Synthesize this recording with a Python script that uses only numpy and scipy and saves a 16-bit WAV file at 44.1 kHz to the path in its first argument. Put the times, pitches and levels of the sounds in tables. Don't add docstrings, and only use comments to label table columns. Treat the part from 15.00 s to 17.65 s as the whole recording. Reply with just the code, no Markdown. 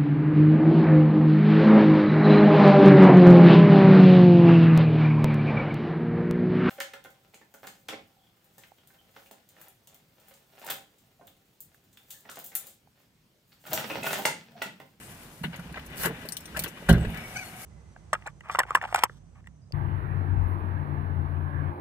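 import sys
import numpy as np
from scipy import signal
from scipy.fft import rfft, irfft
from scipy.io import wavfile
from scipy.ndimage import uniform_filter1d

SR = 44100
rng = np.random.default_rng(int(sys.argv[2]) if len(sys.argv) > 2 else 0)


def invert_db(x):
    u = np.asarray(x, float) / 20
    return 10 ** u


def bounce(signal):
    frames = np.transpose(np.atleast_2d(signal))
    limited = np.clip(frames, -1, 1)
    pcm = np.round(limited * 32767).astype(np.int16)
    wavfile.write(sys.argv[1], SR, pcm)


N = 116865
T = np.arange(N) / SR
UNLIKE_HZ = 1380

# t/s, level/dB
RUB = [(0, -58), (.4, -70.5), (.55, -53.5), (.7, -62), (.95, -50), (1.15, -50.5), (1.4, -60), (1.85, -55.5),
       (1.95, -50.5), (2.2, -51), (2.65, -55.5)]


def colour(x, table, scale=1):
    hz, db = np.array(table, float).T
    f = np.fft.rfftfreq(x.shape[-1], 1 / SR) + 1
    gain = invert_db(scale * np.interp(np.log(f), np.log(hz + 1), db))
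    return irfft(rfft(x) * gain, x.shape[-1])


def unit(x):
    return x / np.sqrt(np.mean(x ** 2))


def peak_unit(x):
    return x / np.abs(x).max()


def ring(x, modes):
    out = 0
    for hz, db, t60 in modes:
        decay = np.log(1000) / (max(t60, .002) * SR)
        pole = np.exp(2j * np.pi * min(hz, .45 * SR) / SR - decay)
        out = out + invert_db(db) * signal.lfilter([1], [1, -pole], x).imag
    return out


def curve(table, column=1):
    points = np.array(table)
    return np.interp(T, points[:, 0], points[:, column])


def walk(rate):
    k = int(SR / rate)
    held = np.repeat(rng.standard_normal(N // k + 1), k)
    return 1.335 * uniform_filter1d(uniform_filter1d(held, k), k)[:N]


def grit(spread_db, size=N):
    grain_db = spread_db * np.minimum(rng.exponential(size=size), 5.5)
    return unit(rng.standard_normal(size) * invert_db(grain_db))


def add(out, s, x, pan_db=0):
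    i = int(s * SR)
    ports = x * invert_db(np.array([[pan_db], [-pan_db]]) / 2)
    out[..., i:i + x.shape[-1]] += ports[:, :N - i]


def burst(length, attack):
    t = T[:4096]
    return (1 - np.exp(-t / max(attack, 1e-4))) * np.exp(-t / max(length, 5e-4))


def push(length):
    pulse = np.hanning(int(max(length, 2e-4) * SR) + 3)
    return pulse / pulse.sum()


def body(x, tone, decay_s, alike):
    taps = rng.standard_normal((3, 4096))
    unlike = colour(taps[1:], [(300, -12), (UNLIKE_HZ, 0)])
    taps = colour(alike * taps[0] + (1 - alike) * unlike, tone) * burst(decay_s, 0.00031)
    return signal.fftconvolve(np.atleast_2d(x), taps, axes=1)[:, :np.shape(x)[-1]]


def metal():
    # t/s, peak level/dB, f/Hz, rattle/s
    ticks = [(0.233, -36, 14700, .001), (0.433, -34, 4340, 0.0034), (0.5264, -46, 8000, .001),
             (0.561, -29.5, 10800, 0.0017), (0.5952, -38, 9300, 0.0017), (0.7254, -38, 9100, 0.0011),
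             (0.7958, -42, 8000, 0.0016), (0.8525, -44, 11500, 0.0025), (0.8631, -30, 11700, 0.0042),
             (0.9025, -42, 11900, .001), (0.9589, -35, 9900, 0.0012), (0.9694, -30, 13800, .001),
             (0.9755, -27, 12000, 0.00069), (0.981, -25, 12300, 0.00085), (0.9992, -25, 11100, .004),
             (1.0327, -17.5, 13800, 0.0026), (1.049, -30, 6900, .002), (1.053, -16, 4040, .002),
             (1.058, -12, 5560, 0.0023), (1.2555, -32, 12800, 0.009), (1.296, -47, 5000, .002),
             (1.406, -34, 11000, 0.0024), (1.562, -37, 6000, .005), (1.57, -20.5, 6800, 0.002),
             (1.572, -26, 8800, .003), (1.588, -33, 12000, 0.0016), (1.5925, -15, 11000, 0.0025),
             (1.621, -25, 12900, 0.0043), (1.6374, -14.5, 8500, .002), (1.642, -25, 12700, 0.0057),
             (1.6784, -28, 6800, 0.0098), (1.887, -23, 4000, 0.004), (1.8918, -13, 4660, 0.0047),
             (1.927, -21.5, 6900, 0.0018), (2.0644, -51, 8100, .003), (2.1015, -35, 8000, 0.0022),
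             (2.1454, -34.5, 8940, .001), (2.1726, -31.5, 7050, 0.0027)]
    # t/s, peak level/dB, ring level/dB of the long, middle and short key
    jangles = [
        (1.2878, -20, -33, -35, -26),
        (1.3218, -19.5, -7.5, -15.5, -19),
        (1.368, -22, -14, -15, -6),
        (1.456, -30.5, -9.5, -24, -26),
    ]
    # f/Hz, level/dB, t60/s
    key_ring = [
        [(5733, -18.5, 0.16), (8890, -3, 0.046)],
        [(11500, -4, 0.034), (12280, -1, 0.048)],
        [(14900, -9, 0.043)],
    ]
    # f/Hz, level/dB
    tick_tone = [(1500, -9.5), (2600, 3), (5000, -2), (12500, 1), (15200, 0), (16500, -12)]
    # t/s, level/dB
    slide_level = [(.94, -73), (.99, -39), (1.035, -32), (1.065, -44), (1.082, -42), (1.1, -62)]

    out = np.zeros((2, N))
    for s, db, hz, rattle_s in ticks:
        rattle = body(grit(5.0, size=4096) * burst(rattle_s, .001), tick_tone, .0002, .4)
        click = colour(np.eye(1, 4096, 60), tick_tone)
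        x = peak_unit(click) + invert_db(-3.5) * peak_unit(rattle)
        x = colour(x, [(hz / 3, -12), (hz, 0), (hz * 0.7, -5)])
        add(out, s - .001, peak_unit(x) * invert_db(db))

    strike = np.eye(1, 4096)[0]
    for s, db, *keys_db in jangles:
        tap = rng.standard_normal(4096) * burst(.00015, .0001)
        scrape = invert_db(-22) * grit(5.0, size=4096) * burst(.004, .001)
        contact = peak_unit(body(tap + scrape, tick_tone, .0003, .4))
        keys = sum(invert_db(g) * ring(strike, key) for g, key in zip(keys_db, key_ring))
        add(out, s, (contact + keys) * invert_db(db), 5)

    slide = grit(2.7, size=2 * N).reshape(2, -1)
    slide = unit(colour(slide, [(1000, -4.5), (6000, -14.5), (11000, -8.5)]))
    sliding = (T > slide_level[0][0]) * (T < slide_level[-1][0])
    return out + slide * invert_db(curve(slide_level) + 1.2 * walk(140)) * sliding


def lock():
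    # t/s, peak level/dB, f/Hz, length/s
    knocks = [(0.437, -27, 2200, 0.013), (0.439, -24, 660, 0.018), (0.531, -32, 2320, 0.011),
              (0.541, -33, 2200, 0.016), (0.595, -36, 1350, 0.01), (0.693, -38, 705, .015),
              (0.744, -29, 1700, 0.0049), (0.756, -33, 1530, 0.027), (0.773, -29, 680, 0.011),
              (0.794, -32.5, 1820, 0.006), (1.036, -23, 1390, 0.017), (1.049, -19.5, 1160, 0.013),
              (1.056, -16, 427, 0.023), (1.091, -28.5, 446, 0.037), (1.25, -34.5, 520, .015),
              (1.477, -39, 2210, 0.028), (1.548, -30.5, 1310, 0.022), (1.565, -23, 1800, 0.011),
              (1.571, -26.5, 700, 0.033), (1.592, -29.5, 2570, 0.0063), (1.625, -34, 2600, 0.0073),
              (1.642, -23, 3150, 0.0086), (1.66, -28.5, 2560, 0.011), (1.664, -32.5, 320, 0.027),
              (1.772, -35, 1250, 0.0075), (1.823, -34, 330, 0.011), (1.887, -31, 1380, 0.0048),
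              (1.891, -10.5, 1040, 0.0033), (1.894, -12.5, 443, 0.021), (1.926, -26.5, 1660, 0.042),
              (2.048, -28, 350, 0.014), (2.051, -30, 2530, 0.006), (2.1, -33, 560, 0.0081)]
    # f/Hz, level/dB
    lock_case = [(120, -2), (350, 3.5), (800, 0), (1100, -3.5), (2400, -6.5), (3700, -13), (4400, -32.5)]

    out = np.zeros((2, N))
    for s, db, hz, length in knocks:
        shove = grit(1.72, size=4096) * burst(length / 2, length / 5)
        case = body(shove, lock_case, 0.0002, 0.73)
        x = unit(colour(case, [(hz / 3, -13), (hz, 0), (hz * 6, -9)]))
        x = x + invert_db(-6) * unit(ring(shove, [(hz, 0, .018)]))
        add(out, s - .002, peak_unit(x) * invert_db(db))

    rub = grit(4.16, size=3 * N).reshape(3, -1)
    rub = rub[0] + colour(rub[1:], [(300, -14), (UNLIKE_HZ, 0)])
    rub = colour(colour(rub, lock_case), [(300, -8.5), (2200, 0.5)])
    return out + unit(rub) * invert_db(curve(RUB) + 3.5 + 2 * walk(39.52) + 0.5 * walk(9.4))


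def door():
    # t/s, peak level/dB
    nudges = [
        (0.413, -26.5),
        (0.453, -22.5),
        (0.479, -22.5),
        (0.591, -29),
        (0.658, -32),
        (0.714, -32.5),
        (1.053, -27),
        (1.105, -26.5),
        (1.567, -33),
        (1.616, -29.5),
    ]
    # t/s, peak level/dB, push length/s
    blows = [
        (1.8913, -14, .0005),
        (1.8965, -9, .0008),
        (1.9018, -10.5, .0012),
        (1.9095, -14, .001),
        (1.9132, -2.5, .003),
    ]
    # t/s, peak level/dB
    rebounds = [
        (1.935, -16),
        (1.962, -10),
        (2.068, -13.5),
    ]
    # f/Hz, level/dB
    latched = [(70, 13), (135, -1.5), (168, 4.5), (220, -3)]
    # f/Hz, level/dB
    freed = [(78, -5.5), (124, -1.5), (166, 0), (215, -3.5), (319, -7), (406, -7.5), (548, -7.5),
             (690, 2.5), (877, -2)]
    # t/s, level/dB
    lean = [(0, -72), (.6, -56), (.75, -45), (1.15, -54.5), (1.22, -62), (1.48, -64), (1.58, -43),
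            (1.8, -68)]

    soft, hard = np.zeros((2, N)), np.zeros((2, N))
    for s, db in nudges:
        add(soft, s, push(0.0054) * invert_db(db - 2.5))
    for s, db, length in blows:
        add(hard, s, push(length) * invert_db(db - 7.5))
    for s, db in rebounds:
        add(hard, s, push(0.0054) * invert_db(db - 8.5))

    since = np.maximum(T - blows[0][0], 0)
    held = since == 0
    swell = np.exp(-since / 0.094) * (1 - np.exp(-since / 0.019))
    shudder = grit(1.9) * (since > 0) * swell * invert_db(-42.5)
    grip = grit(1.23) * invert_db(curve(RUB) - 24.5 + 0.52 * walk(11.4)) * held
    rock = unit(colour(rng.standard_normal(N), [(30, -20), (65, 9), (110, -12), (300, -74)]))
    rock = rock * invert_db(curve(lean) - 3.5) * held

    latched_modes = [(hz, db, 20.6 / hz) for hz, db in latched]
    freed_modes = [(hz, db, 14.9 / hz) for hz, db in freed]
    latched_sound = ring(colour(soft[0] + grip, [(70, -44.0), (140, -1)]), latched_modes)
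    freed_sound = ring(hard[0] + uniform_filter1d(shudder, size=45), freed_modes)
    return rock + latched_sound + freed_sound


def hinge():
    # t/s, slip rate f/Hz, level/dB
    squeak = [(2.335, 905, -58), (2.354, 876, -38.5), (2.363, 777, -29.5), (2.371, 761, -24.5),
              (2.378, 809, -43), (2.392, 813, -33.5), (2.404, 765, -41), (2.43, 742, -37), (2.46, 710, -64)]
    # multiple, level/dB
    orders = [(1, -12.5), (2, -10.5), (3, -3.5), (4, -24), (6, -19), (8, -16.5), (10, -29)]
    # f/Hz, level/dB, t60/s
    hinge_pin = [(4600, -5, .006), (6200, 0, .005), (7400, -4, .005), (8320, -2, .006)]
    # f/Hz, level/dB, t60/s
    swing = [(180, 1.5, 0.044), (750, 5, 0.042), (1250, 2.5, 0.045), (2200, 1, 0.071)]
    # t/s, length/s, f/Hz, level/dB, rise/Hz
    whistles = [
        (0, .08, 8210, -58, 0),
        (1.99, .07, 8200, -61, -300),
        (2.08, .06, 9700, -61, -200),
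        (2.155, .16, 5200, -62, 450),
        (2.13, .2, 2250, -52, 0),
        (2.41, .085, 4100, -58, 300),
        (1.39, .04, 5200, -63, 200),
    ]

    phase = 2 * np.pi * np.cumsum(curve(squeak) * (1 + 0.024 * walk(300))) / SR
    on = (T > squeak[0][0]) * (T < squeak[-1][0]) * invert_db(curve(squeak, column=2))
    harmonics = sum(invert_db(db + 2.9 * walk(200)) * np.sin(round(k) * phase) for k, db in orders)
    out = np.ones((2, 1)) * on * harmonics
    out += ring(on * grit(4.0), hinge_pin) * invert_db(-34)
    swinging = np.clip((T - 2.12) / 0.011, 0, 1)
    out += unit(ring(grit(2.8), swing)) * invert_db(-50 + 1.7 * walk(25.24)) * swinging

    for s, length, hz, db, rise_hz in whistles:
        n = int(length * SR)
        pitch = hz * (1 + .012 * walk(250)) + rise_hz * T / length
        tone = np.sin(2 * np.pi * np.cumsum(pitch) / SR) * invert_db(db + 5 * walk(90))
        add(out, s, tone[:n] * np.sin(np.pi * np.arange(n) / n) ** 0.052)
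    return out


def outdoors():
    # f/Hz, level/dB
    yard_tone = [(30, 0.5), (65, -4), (140, 2), (400, -9), (750, -10.5), (3000, -20), (16000, -37)]
    # f/Hz, level/dB
    nylon = [(2000, -2), (4500, -2), (10500, 5.5), (16000, -4)]
    # t/s, level/dB
    sleeve_level = [(0, -51), (.38, -57), (.78, -68), (1.2, -59), (1.9, -59), (2.05, -61), (2.35, -49),
                    (2.65, -48.5)]

    mid, side = rng.standard_normal((2, N))
    side = colour(side, [(200, -20), (UNLIKE_HZ, -2), (4000, 0)])
    yard = unit(colour(np.array([mid + side, mid - side]), yard_tone)) * invert_db(-50 + 2.0 * walk(16))
    sleeve = unit(colour(grit(3.7, size=2 * N).reshape(2, -1), nylon))
    return yard + sleeve * invert_db(curve(sleeve_level) + 2.1 * walk(32.15))


def scene():
    near = metal() + lock() + door() + hinge()
    slap = invert_db(-29) * body(near, [(300, -53), (1500, 6.5)], 0.0083, 0)
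    return near + slap + outdoors()


def low_pass(x):
    return signal.sosfilt(signal.butter(12, 16670, fs=SR, output="sos"), x)


def record(dry):
    # f/Hz, level/dB
    port_tone = [(300, -1), (1000, 1), (2500, 4.5), (5000, 0.5), (9000, 5), (13000, -2.5)]
    # f/Hz, level/dB
    air_top = [(15500, 0), (15900, -22)]

    lag_s = .00011
    left = colour(np.roll(dry[0], round(lag_s * SR)), port_tone, scale=0.36)
    right = colour(dry[1], port_tone, scale=-1.22)
    mix = colour(np.array([left, right]), [(25, -12), (50, 1.0)] + air_top)
    return low_pass(mix)


dry = scene()
out = record(dry)
bounce(out)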